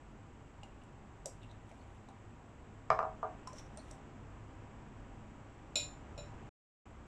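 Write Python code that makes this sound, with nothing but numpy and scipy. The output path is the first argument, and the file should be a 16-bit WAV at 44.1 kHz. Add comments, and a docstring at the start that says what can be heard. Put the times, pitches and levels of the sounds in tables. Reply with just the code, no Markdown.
"""Whisking batter in a ceramic bowl

A wire whisk stirs thick batter, close by in a small, humming kitchen. The batter is almost
silent: the wires tick and scrape on the bowl, a few dull knocks clatter, and the whisk clinks
twice as it is laid against the rim. Near the end all sound drops out briefly."""
import sys
import numpy as np
from scipy import signal
from scipy.fft import rfft, irfft, next_fast_len
from scipy.io import wavfile
from scipy.ndimage import uniform_filter1d

SR = 44100
rng = np.random.default_rng(int(sys.argv[2]) if len(sys.argv) > 2 else 0)


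def dump_mix(stems):
    """Bounce the given channels to the path in sys.argv[1] as a 16-bit WAV at rate SR."""
    frames = np.atleast_2d(stems).T  # one column per channel
    limited = np.clip(frames, -1, 1)  # hard clip at full scale
    pcm = np.round(limited * 32767).astype(np.int16)
    wavfile.write(sys.argv[1], SR, pcm)


N = 311768
TIME_S = np.arange(N) / SR
AGE_S = TIME_S[:SR // 2]  # time since a blow
TOP_HZ = 15000


def undb(db):
    """Decibels to gain."""
    return 10 ** (np.asarray(db) / 20)


def unit(x):
    """Scale to rms 1."""
    return x / np.sqrt(np.mean(x ** 2))


def add(out, start_s, x):
    """Mix x into out."""
    i = int(start_s * SR)
    out[i:i + len(x)] += x[:N - i]


def colour(x, points):
    """Minimum-phase filter, unit power gain; points: freq_hz, gain_db."""
    size = 2 * next_fast_len(len(x))
    hz, db = np.transpose(points)
    bins_hz = np.fft.rfftfreq(size, 1 / SR)
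    gain = unit(undb(np.interp(np.log(bins_hz + 1), np.log(hz), db)))
    cepstrum = irfft(np.log(gain))
    cepstrum[1:size // 2] *= 2
    cepstrum[size // 2 + 1:] = 0
    return irfft(rfft(x, size) * np.exp(rfft(cepstrum)))[:len(x)]


def band(hz, width_hz):
    """Noise passed twice through one resonance, rms 1."""
    b, a = signal.iirpeak(hz, hz / width_hz, fs=SR)
    return unit(signal.lfilter(b, a, signal.lfilter(b, a, rng.standard_normal(N))))


def fade(t60_s):
    """Free decay after a blow."""
    return np.exp(-np.log(1000) * AGE_S / t60_s)


def onset(rise_s):
    """Smooth rise from 0 to 1."""
    return 1 - np.exp(-(AGE_S / rise_s) ** 2)


def ring(modes):
    """Modes struck together: freq_hz, level_db, t60_s."""
    return sum(undb(db) * fade(t60_s) * np.sin(2 * np.pi * hz * AGE_S) for hz, db, t60_s in modes)


def swell(hz, rise_s):
    """Heavily damped resonance: builds for a few cycles, dies as fast."""
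    u = AGE_S / rise_s
    return (u * np.exp(1 - u)) ** 6 * np.cos(2 * np.pi * hz * (AGE_S - rise_s))


def burst(points, t60_s, rise_s):
    """Crack of a contact that takes a moment to close; points: freq_hz, gain_db."""
    return colour(rng.standard_normal(len(AGE_S)) * fade(t60_s) * onset(rise_s), points)


def wander(rate_hz):
    """Random line, rate_hz new values a second."""
    return np.interp(AGE_S * rate_hz, np.arange(len(AGE_S)), rng.standard_normal(len(AGE_S)))


def kitchen(x, wet_db, t60_s, rise_s):
    """Direct sound plus dense reflections off tiles and cupboards."""
    spectrum = rfft(rng.standard_normal(len(AGE_S)))
    tail = irfft(spectrum / np.abs(spectrum), len(AGE_S)) * fade(t60_s) * onset(rise_s)
    return x + undb(wet_db) * signal.fftconvolve(x, tail / np.linalg.norm(tail))[:N]


def room_tone():
    """Ventilation rumble and faint whine at the room's resonances, a steady hum line near 959 Hz, plus thin
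    hiss."""
    # air spectrum: freq_hz, density_db
    air_colour = [(20, -5), (60, -5.5), (140, -4.5), (185, -10), (260, -5.5), (410, -12), (510, -14.5),
                  (700, -14.5), (1100, -16.5), (1500, -21), (2900, -29), (4200, -43), (7500, -39.5),
                  (9400, -66.5), (15000, -72)]
    # rumble envelope: time_s, level_db
    air_levels = [(0, -57), (2.8, -56.5), (3.3, -54), (5.6, -55), (6.4, -52.5), (6.9, -56)]
    # room resonances and a hum line near 959 Hz: freq_hz, width_hz, level_db re air
    drone_lines = [(44.6, 14, -6), (70.6, 7.2, -8.5), (102.7, 12, -5), (139.9, 35, -11.5),
                   (212.8, 8.1, -12.5), (793.7, 27, -17.5), (959, 11, -18)]
    air = unit(colour(rng.standard_normal(N), air_colour))
    drone = sum(undb(db) * band(hz, width_hz) for hz, width_hz, db in drone_lines)
    hiss = colour(rng.standard_normal(N), [(3000, -6), (5500, -15.5), (6800, -9.5), (7800, 0),
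                                           (8300, -15.5), (9500, -24), (15000, -37)])
    level_db = np.interp(TIME_S, *np.transpose(air_levels))
    return undb(level_db) * (air + drone) + undb(-77) * hiss


def ticks():
    """Wires touch the bowl, damped by batter: a crack, a brief ring, a soft thud."""
    # wire contacts: start_s, level_db, wire_hz, wire_db, thud_hz, thud_db, tilt_db_per_octave
    touches = [(.6324, -47, 2840, 3.5, 810, 0, -4), (.8355, -63, 9900, -10, 800, -12, 4),
               (1.2570, -29, 5850, -11, 578, -9.5, 3), (1.4310, -60, 2820, 8, 600, -6, 0),
               (1.5130, -57.5, 3920, 0, 600, -9, -3), (1.7135, -56.5, 2300, 4, 680, 6, -4),
               (2.0865, -54, 3880, -5, 824, 5, -3), (3.4730, -40, 5500, -1, 1028, 2.5, -1),
               (3.5308, -47.5, 5950, -1, 598, 0, -1), (3.5842, -49, 5570, 7, 600, -14, -1),
               (3.7730, -41, 8700, -0.5, 635, -7, -4.5), (3.9107, -43, 5680, -6, 610, -10, 2)]
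    # contact spectrum: freq_hz, gain_db
    crack_colour = [(400, -10), (1500, -14.5), (2800, -10.5), (3500, -14), (4200, -5.5), (5000, -8.5),
                    (5650, 4), (6400, -6), (7700, 1.5), (8700, -3.5), (9400, -14), (11400, -20),
                    (12200, -35), (15000, -37)]
    wires, bowl = np.zeros(N), np.zeros(N)
    for start_s, db, wire_hz, wire_db, thud_hz, thud_db, tilt in touches:
        tilted = [(hz, gain_db + tilt * np.log2(hz / TOP_HZ)) for hz, gain_db in crack_colour]
        crack = burst(tilted, t60_s=.016, rise_s=.0012)
        wire = ring([(wire_hz, wire_db, .014)]) * (1 - fade(.0014))
        thud = ring([(thud_hz, 0, .04), (thud_hz * 1.183, -6, .03)]) * (1 - fade(.0037))
        add(wires, start_s, undb(db) * (crack + wire))
        add(bowl, start_s, undb(db + thud_db) * thud)
    return (kitchen(wires, wet_db=-5.5, t60_s=.23, rise_s=.0032)
            + kitchen(bowl, wet_db=.5, t60_s=.2, rise_s=.0044))


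def squelches(bubbles=7, spread_s=.033):
    """Batter sucks shut behind the wires: clusters of tiny bubbles that glide upward."""
    # air pockets: start_s, level_db, cavity_hz
    pockets = [(.812, -68, 2770), (1.405, -68, 3600), (1.420, -64.5, 2700), (1.490, -66.5, 3750),
               (1.785, -74, 4200), (3.774, -62.5, 4120)]
    glide_s = AGE_S + .057 * AGE_S ** 2 / (AGE_S + .0089)  # pitch rises toward +5.7 %
    out = np.zeros(N)
    for start_s, db, cavity_hz in pockets:
        for late, detune, size in rng.random((bubbles, 3)):
            hz = cavity_hz * (1 + .11 * (detune - .5))
            bubble = fade(.022) * np.sin(2 * np.pi * hz * glide_s)
            add(out, start_s + spread_s * late, undb(db + 5.4 * size) * bubble)
    return kitchen(out, wet_db=-6, t60_s=.16, rise_s=.0076)


def stroke(peak_s, build_s, release_s=.08, range_db=20):
    """Gain of one stroke: drag gains range_db over the build-up, loses it over the release."""
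    return undb(-range_db * np.maximum((peak_s - TIME_S) / build_s, (TIME_S - peak_s) / release_s))


def stirring(cling_points=400, slips_per_s=3000):
    """Wire slips and wet crackles bunch as the batter clings; stick-slip on the glaze squeaks."""
    # whisk strokes: peak_s, level_db, build_s, squeak_db
    strokes = [(.85, -87, .3, -20), (1.43, -80, .25, -20), (1.70, -75, .09, -20), (1.81, -81, .1, -20),
               (1.97, -79, .3, -20), (3.588, -66, 0.07, 2.5), (3.91, -69, 0.24, -11)]
    cling_times_s = np.linspace(0, TIME_S[-1], cling_points)
    cling_db = 3 * np.interp(TIME_S, cling_times_s, rng.standard_normal(cling_points))
    slips = (rng.random(N) < slips_per_s / SR) * rng.standard_normal(N)
    slips *= undb(1.3 * rng.exponential(size=N) + cling_db)
    rasp = unit(colour(slips, [(500, -7), (2000, 6), (3800, 6), (4700, -10), (5700, 0), (8000, 3),
                               (9800, -6), (11500, -14), (12300, -19), (15000, -18)]))
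    squeak = band(hz=5800, width_hz=660) * undb(cling_db)
    drag = sum(undb(db) * stroke(peak_s, build_s) * (rasp + undb(squeak_db) * squeak)
               for peak_s, db, build_s, squeak_db in strokes)
    return kitchen(drag, wet_db=-10, t60_s=.21, rise_s=.007)


def knocks(hard_blow_db=-15.5):
    """Dull knocks: a snap that grows with force, a hollow thump, body ring, slight counter boom."""
    # blows and bounces: start_s, level_db, ring_db
    blows = [(2.9020, -15.5, -15), (2.9895, -21.5, -15.5), (3.0272, -26.5, -15), (3.0402, -39, -23),
             (3.0505, -38, -4.5), (3.1150, -49.5, -16), (3.2280, -28.5, -8.5), (3.2322, -35.5, -12.5)]
    # modes of the knocked body: freq_hz, level_db, t60_s
    body_modes = [(385, -14, .22), (438, -5, .26), (635, 3, .24), (662, -5, .22), (719, -1, .26),
                  (767, -2, .24), (879, -4, .22), (952, -4, .2), (1031, -8, .17), (1141, -1, .17),
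                  (1217, -6, .15), (1421, -13, .18), (1577, -14, .2), (1760, -19, .15), (2310, -20, .08)]
    body = ring(body_modes) * (1 - fade(.06))
    thump = (swell(1120, rise_s=.002795) + undb(-4) * swell(690, rise_s=.00289)
             + undb(-19) * swell(1570, rise_s=.00202))
    boom = ring([(120, -29.5, .26), (165, -33.5, .15)])
    to_room, direct = np.zeros(N), np.zeros(N)
    for start_s, db, ring_db in blows:
        snap_db = -11.5 + .94 * (db - hard_blow_db)
        snap = burst([(300, -3), (1400, -.5), (2300, -2), (3100, -13.5), (4000, -13), (6500, -20.5),
                      (11000, -47.5), (15000, -60)], t60_s=.017, rise_s=.00024)
        edge = burst([(2500, -29.5), (4000, -3.5), (5300, -2), (6200, 8), (7500, -16), (11000, -30),
                      (15000, -46)], t60_s=.0034, rise_s=.0002)
        add(to_room, start_s, undb(db) * (thump + undb(snap_db) * snap + boom))
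        add(to_room, start_s + .0042, undb(db - 11.5) * thump)  # echo off the nearby wall
        add(direct, start_s, undb(db + snap_db - 7) * edge)
        add(direct, start_s + .00197, undb(db + ring_db - .5) * body)
    return kitchen(to_room, wet_db=-3.5, t60_s=.25, rise_s=.004) + direct


def clinks(flutter_db=3.5):
    """Steel on the bare rim rings in close, beating modes; each mode's level flutters quickly."""
    # whisk on rim: start_s, level_db, thud_db, contact_db, tilt_db_per_octave
    hits = [(5.7560, -30.5, -12.5, -0.5, 0), (5.764, -58, -18, -8, 6), (6.1777, -50.5, 4, -3.5, -1)]
    # free modes of bowl and whisk: freq_hz, level_db, t60_s
    free_modes = [(2471, -9, .26), (2529, -8, .22), (2805, -14, .22), (3488, -12, .2), (3883, -5, .22),
                  (3929, -7, .22), (3977, -6, .24), (4140, -17, .24), (5396, -7, .24), (5443, -6, .24),
                  (7079, -6, .24), (7119, -2, .28), (7186, -5, .16), (7375, -18, .26), (7660, -19, .18),
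                  (8963, -19, .28), (11080, -24, .25), (13340, -36, .2), (14870, -42, .22)]
    thud = ring([(486, -5.5, .3), (583, 3, .28), (652, .5, .2), (818, -8.5, .16), (1385, -9, .13)])
    rim, contact = np.zeros(N), np.zeros(N)
    for start_s, db, thud_db, contact_db, tilt in hits:
        modes = [ring([(hz, mode_db + tilt * np.log2(hz / 4000), t60_s)])
                 for hz, mode_db, t60_s in free_modes]
        # flutter as with nearby reflections
        chime = sum(mode * undb(flutter_db * wander(rate_hz=90)) for mode in modes)
        crack = burst([(400, -9), (1600, -15), (2600, 3.5), (3300, -2), (4000, 13.5), (4700, -3.5),
                       (6300, -13.5), (7200, 9.5), (8300, -15), (9700, -23.5), (11500, -16.5),
                       (12400, -37), (15000, -32)], t60_s=.062, rise_s=.0013)
        add(rim, start_s, undb(db - 3) * (chime + undb(thud_db) * thud) * (1 - fade(.0055)))
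        add(contact, start_s, undb(db + contact_db) * crack)
    return (kitchen(rim, wet_db=-6.5, t60_s=.24, rise_s=.0064)
            + kitchen(contact, wet_db=2.5, t60_s=.29, rise_s=.0028))


def scene():
    """All sources, mono."""
    return (room_tone() + ticks() + squelches() + stirring() + knocks() + clinks())[None]


def record(dry):
    """Brief dropout, then a steep low-pass."""
    mute_from_s, mute_to_s = 6.492, 6.856
    live = (TIME_S < mute_from_s) | (TIME_S > mute_to_s)
    gate = uniform_filter1d(live * 1., size=128)
    lowpass = signal.ellip(8, .2, 70, TOP_HZ, fs=SR, output="sos")
    return signal.sosfilt(lowpass, dry * gate)


dry = scene()
out = record(dry)
dump_mix(out)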